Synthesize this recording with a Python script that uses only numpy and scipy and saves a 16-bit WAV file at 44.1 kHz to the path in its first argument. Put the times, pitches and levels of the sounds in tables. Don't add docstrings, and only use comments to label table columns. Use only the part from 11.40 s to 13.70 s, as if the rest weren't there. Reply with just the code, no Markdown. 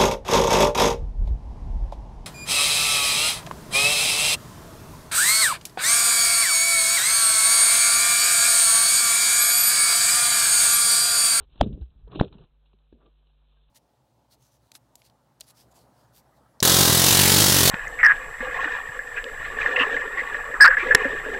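import sys
import numpy as np
from scipy import signal
from scipy.io import wavfile

SR = 44100
rng = np.random.default_rng(int(sys.argv[2]) if len(sys.argv) > 2 else 0)


def volts_from_db(level):
    exponent = np.asarray(level, float) / 20
    return 10 ** exponent


def unload_wav(signal):
    wavfile.write(
        sys.argv[1],
        SR,
        np.round(np.clip(np.atleast_2d(signal).T, -1, 1) * 32767).astype(np.int16),
    )


N = 101429


def rms_one(x):
    return x / np.sqrt(np.mean(x ** 2) + 1e-20)


def in_time(rows):
    seconds, *columns = np.transpose(rows)
    return [np.interp(np.arange(N) / SR, seconds, column) for column in columns]


def drift(rate):
    r = np.exp(-80 * np.pi * rate / SR)
    slow = signal.lfilter([1], [1, -2 * r, r * r], rng.standard_normal(N // 40 + 2002))[2000:]
    slow = rms_one(slow - slow.mean())
    return np.interp(np.arange(N) / 40, np.arange(len(slow)), slow)


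def band(x, low_hz, high_hz):
    return signal.sosfilt(signal.butter(2, [low_hz, high_hz], "band", fs=SR, output="sos"), x)


def grains(per_s, spread_db):
    sizes = volts_from_db(spread_db * np.minimum(rng.exponential(1, N), 5)) * rng.choice([-1, 1], N)
    return sizes * (rng.random(N) < per_s / SR) + 1e-18


def above_floor(db, floor_db):
    return np.sqrt(np.maximum(volts_from_db(db) ** 2 - volts_from_db(floor_db) ** 2, 0))


# frequency in Hz, level in dB rms.
HUM_LINES = [(49.7, -61), (149.2, -76), (248.6, -89), (448, -92), (547, -92)]


def hum():
    t = np.arange(N) / SR
    out = np.zeros(N)
    for hz, db in HUM_LINES:
        level = np.sqrt(2) * volts_from_db(db + 0.9 * drift(2.4))
        out += level * np.sin(2 * np.pi * (hz * t + rng.random()))
    return out


# frequency in Hz, density in dB per Hz.
HISS_COLOUR = [(32, 19), (64, 15), (110, 5), (320, 3), (640, -4.5), (1100, -12), (2200, -9), (3600, -5)]
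HISS_DB, HISS_FLICKER_DB, HISS_TOP_LOSS_DB = -76, 1.17, 6


def hiss():
    out = np.zeros(N)
    edges = 25 * 2 ** np.arange(0, 7.8, 1 / 3)
    white = rng.standard_normal((2, N))
    hz, db = np.transpose(HISS_COLOUR)
    for k, (low, high) in enumerate(zip(edges, edges[1:])):
        level_db = np.interp(np.log(low * high) / 2, np.log(hz), db)
        level_db = level_db - HISS_TOP_LOSS_DB * (low > 4000)
        out += volts_from_db(level_db + HISS_FLICKER_DB * drift(8)) * band(white[k % 2], low, high)
    return volts_from_db(HISS_DB) * rms_one(out)


# time in seconds, level in dB.
SWAY_LEVEL = [(0, -44.5), (.05, -56), (.15, -53.5), (.19, -46), (.23, -33.5), (.3, -36), (.38, -39),
              (.48, -56), (.58, -50), (.76, -46), (.82, -42), (.88, -52.5), (1.05, -55.5), (1.2, -64)]


def sway():
    level_db = in_time(SWAY_LEVEL)[0]
    return above_floor(level_db, -60) * rms_one(band(rng.standard_normal(N), 22, 62))


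# start in seconds, level in dB, centre in Hz, width in Hz, rise in seconds.
WHEEZE_SHAPE = (2.07, -85, 3560, 260, .04)


def wheeze():
    start, db, hz, width_hz, rise = WHEEZE_SHAPE
    swell = np.clip((np.arange(N) / SR - start) / rise, 0, 1)
    air = band(rng.standard_normal(N), hz - width_hz / 2, hz + width_hz / 2)
    return volts_from_db(db + 2.5 * drift(10)) * swell * rms_one(air)


# time in seconds, bright level in dB, dull share in dB over bright.
BRUSH_LEVEL = [(0, -65, 10), (.04, -67, -4), (.06, -78, -3), (.24, -63, 1.5), (.3, -76.5, -3.5),
               (.66, -77, -0.5), (.7, -80, 13), (.725, -60.5, 5.5), (.765, -60, 3.5), (.782, -59, -14),
               (.83, -59, 3.5), (.9, -74.5, -2.5), (.93, -71, 5.5), (1.04, -72, 3.5), (1.08, -77.5, -1.5),
               (1.57, -77, -2.5), (1.62, -77, 6), (1.7, -76.5, -2)]
# time in seconds, level in dB, decay length in seconds.
CLAW_TICKS = [(.158, -66, .004), (.178, -66, .006), (.2035, -49.5, .004), (.211, -23, .002),
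              (0.228, -47, 0.0028), (.2325, -47, .006), (.27, -66, 0.0093), (.75, -52, .006),
              (.758, -51, .006), (.874, -63, .002), (.881, -60, .003), (.718, -62, .004),
              (1.038, -70, .003), (1.012, -74.5, 0.0037), (1.259, -72, .015), (1.312, -75, 0.0046),
              (0.328, -62.5, 0.01), (0.412, -65, 0.014), (0.677, -65, .004), (.7938, -44, .0015),
              (.798, -30, .0015), (.8025, -34, .0015), (.8085, -42, .0015), (.811, -37, .0015),
              (.825, -49, .006), (.8465, -43, .002), (.928, -49, 0.0013), (.94, -65, 0.003),
              (.984, -61, 0.0017), (1.333, -61, .002), (1.388, -70.5, 0.0013), (1.526, -69, .004),
              (1.66, -66, .006), (1.87, -77, 0.012), (2.094, -80, .08)]
GRAINS_PER_S, GRAIN_SPREAD_DB, BRUSH_FLICKER_DB = 5000, 3.2, 2.6


def feathers_and_claws():
    t = np.arange(N) / SR
    bright_db, dull_db = in_time(BRUSH_LEVEL)
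    bright = band(grains(GRAINS_PER_S, GRAIN_SPREAD_DB), 2500, 4300)
    bright = rms_one(band(bright, 2500, 4300))
    dull = band(grains(GRAINS_PER_S, GRAIN_SPREAD_DB), 350, 1700)
    dull = rms_one(band(dull, 300, 1300))
    ticks = np.zeros(N)
    for s, db, length in CLAW_TICKS:
        ticks += volts_from_db(db) * np.exp(-np.abs(t - s) / np.where(t < s, .001, length))
    bright_brush = volts_from_db(BRUSH_FLICKER_DB * drift(30)) * above_floor(bright_db, -77.5)
    dull_brush = volts_from_db(BRUSH_FLICKER_DB * drift(30)) * above_floor(bright_db + dull_db, -81)
    return (bright_brush + ticks) * bright + (dull_brush + volts_from_db(-5.5) * ticks) * dull


# time in seconds, level in dB, lift of small panels in dB per octave.
DRAG_LEVEL = [(0, -60, 3), (.06, -73, 6), (.185, -66, -4), (.225, -35, 3.5), (.285, -42, -5),
              (.385, -48, -5), (.45, -70, -1.5), (.66, -71, -7), (.76, -40, 1.5), (.85, -37, 3.5),
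              (.885, -59, -2), (.955, -56, -3), (1.04, -62, -0.5), (1.1, -80, 4), (1.515, -85, 8.5),
              (1.55, -67, 4), (1.68, -65, 5), (1.72, -80, 4.5)]
# pitch in Hz, level in dB, 60 dB decay in seconds.
PANEL_RINGS = [(130, 3, .05), (185, 0.5, .06), (250, -4, .06), (305, -2.5, 0.15), (405, 2.5, .04),
               (525, -7, .03), (635, -7.5, .03), (850, -25, .02)]
SLIPS_PER_S, SLIP_SPREAD_DB = 900, 3


def drag():
    level_db, lift_db = in_time(DRAG_LEVEL)
    out = np.zeros(N)
    for hz, db, t60 in PANEL_RINGS:
        r, w = volts_from_db(-60 / (t60 * SR)), 2 * np.pi * hz / SR
        slips = grains(SLIPS_PER_S, SLIP_SPREAD_DB)
        ring = signal.lfilter([0, np.sin(w)], [1, -2 * r * np.cos(w), r * r], slips)
        ring = rms_one(band(ring, hz / 1.4, hz * 1.6))
        out += volts_from_db(db + lift_db * np.log2(hz / 250)) * ring
    soft = signal.butter(2, 600, fs=SR, output="sos")
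    return above_floor(level_db, -72) * volts_from_db(-6) * signal.sosfilt(soft, out)


def damped_swings(rows):
    out = np.zeros(N)
    for s, db, hz, t60, rise in rows:
        t = np.maximum(np.arange(N) / SR - s, 0)
        decay = volts_from_db(db - 60 * np.minimum(t / t60, 4))
        contact = 1 - np.exp(-(t / rise) ** 2)
        out -= decay * contact * np.sin(2 * np.pi * hz * t)
    return out


# time in seconds, level in dB, signed pitch in Hz, 60 dB decay in seconds, rise in seconds.
PANEL_KNOCKS = [(.157, -44, 250, .02, .0004), (.2149, -14, -270, .03, .0006), (.41, -44, 330, .08, .002),
                (1.598, -64, 1170, .2, .01), (1.335, -56, 197.5, .08, .002),
                (.005, -50, 443, 0.052, 0.0012), (.304, -27, -220, .04, .002),
                (0.322, -24, -200, .04, .002), (.716, -45.5, 709, 0.034, .002),
                (.2232, -14, 215, .035, .001), (0.2335, -19, -120, .035, .001),
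                (0.2616, -18, 220, 0.047, 0.0014), (.232, -38, 3600, .04, .003), (.866, -34, 75, .08, .003),
                (.3757, -35, -400, .018, .001), (.2712, -23, 200, .04, .001), (.8138, -15, 115, .02, .0012),
                (.418, -52, 800, .03, .002), (.42, -60, 1550, .04, .003), (.674, -43, 450, 0.045, .0008),
                (.755, -23, 335, .04, .002), (.7585, -32, 750, .015, .0008), (.75, -38, 1100, .02, .001),
                (.7942, -14, -90, .03, .002), (.821, -22, 294.5, 0.074, 0.00063),
                (.9515, -35, 197.5, 0.039, .002), (1.335, -55, 388, .05, .002),
                (1.525, -61, 1650, .025, .002), (1.526, -61, 900, .025, .002), (.676, -54, 980, .06, .003),
                (1.006, -46, 396, .03, .001), (1.5258, -32, -330, .016, .0014),
                (1.538, -50.5, -240, .12, .001), (1.6645, -45, 385.5, 0.019, 0.00088),
                (1.654, -57, 1175.5, 0.096, 0.0052), (2.165, -71.5, 1581.5, .12, .008)]


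def knocks():
    return damped_swings(PANEL_KNOCKS)


# time in seconds, level in dB, signed pitch in Hz, 60 dB decay in seconds, rise in seconds.
BOX_THUDS = [
    (-.003, -37, -57, .09, .001),
    (.213, -17, -47.5, .12, 0.0033),
    (.409, -21, 61.5, .17, .006),
    (0.628, -35, -51, .2, .008),
    (1.001, -46, 162, .12, 0.0041),
    (1.33, -56, 99.5, 0.1, 0.011),
    (1.522, -46, -61, .15, .004),
]


def thuds():
    return damped_swings(BOX_THUDS)


# slip in seconds, level in dB, lean in seconds, rebound in seconds, snap in seconds.
LEAN_AND_SLIP = [
    (0.2126, -1.5, 0.0028, .0026, .004),
    (.8125, -1, .0021, .001, .00075),
]
# peak in seconds, level in dB, pitch in Hz, growth in seconds.
WALL_CHATTER = [
    (.2131, -4.5, 755, .002),
    (.81195, -9, 700, .0007),
    (.8118, -33, 3100, .0007),
    (.7991, -19, 1450, .0006),
    (.7943, -27, 850, .0007),
    (.2126, -22, 3470, .0012),
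    (.2120, -33, 1690, .001),
    (.7985, -24, 3600, .0004),
    (.2118, -27, 2700, .001),
]
CHATTER_STOP_S, CHATTER_GLIDE_PER_S = 0.00049, 35


def shoves():
    t = np.arange(N) / SR
    out = np.zeros(N)
    for s, db, lean, rebound, snap in LEAN_AND_SLIP:
        pressure = np.exp(-np.abs(t - s) / np.where(t < s, lean, rebound))
        out += volts_from_db(db) * np.tanh((t - s) / snap) * pressure
    for s, db, hz, growth in WALL_CHATTER:
        u = t - s
        swell = np.exp(-(u / np.where(u < 0, growth, CHATTER_STOP_S)) ** 2 / 2)
        out -= volts_from_db(db) * swell * np.cos(2 * np.pi * hz * u * (1 + CHATTER_GLIDE_PER_S * u))
    return out


def scene():
    background = hum() + hiss() + sway() + wheeze()
    bird = feathers_and_claws() + drag() + knocks() + thuds() + shoves()
    return (background + bird)[None]


def top_cut(x):
    return signal.sosfilt(signal.butter(12, 15400, fs=SR, output="sos"), x)


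RUN_IN = 400
DIP_HZ, DIP_WIDTH_HZ, DIP_DEPTH, LOW_CUT_HZ = 2020, 480, .42, 32
LINK_TOP_HZ, OVERLOAD, CHAIN_NOISE_DB = 4700, .455, -100


def record(dry):
    dry = np.pad(dry, ((0, 0), (RUN_IN, 0)), "reflect")
    dip = band(dry, DIP_HZ - DIP_WIDTH_HZ / 2, DIP_HZ + DIP_WIDTH_HZ / 2)
    low_cut = signal.butter(1, LOW_CUT_HZ, "high", fs=SR, output="sos")
    x = signal.sosfilt(low_cut, dry - DIP_DEPTH * dip)
    link = signal.cheby2(16, 70, LINK_TOP_HZ, fs=SR, output="sos")
    x = signal.sosfilt(link, x)[:, RUN_IN:]
    x = x / (1 + np.abs(x / OVERLOAD) ** 20) ** (1 / 20)
    mix = x + volts_from_db(CHAIN_NOISE_DB) * rng.standard_normal(x.shape)
    return top_cut(mix)


dry = scene()
out = record(dry)
unload_wav(out)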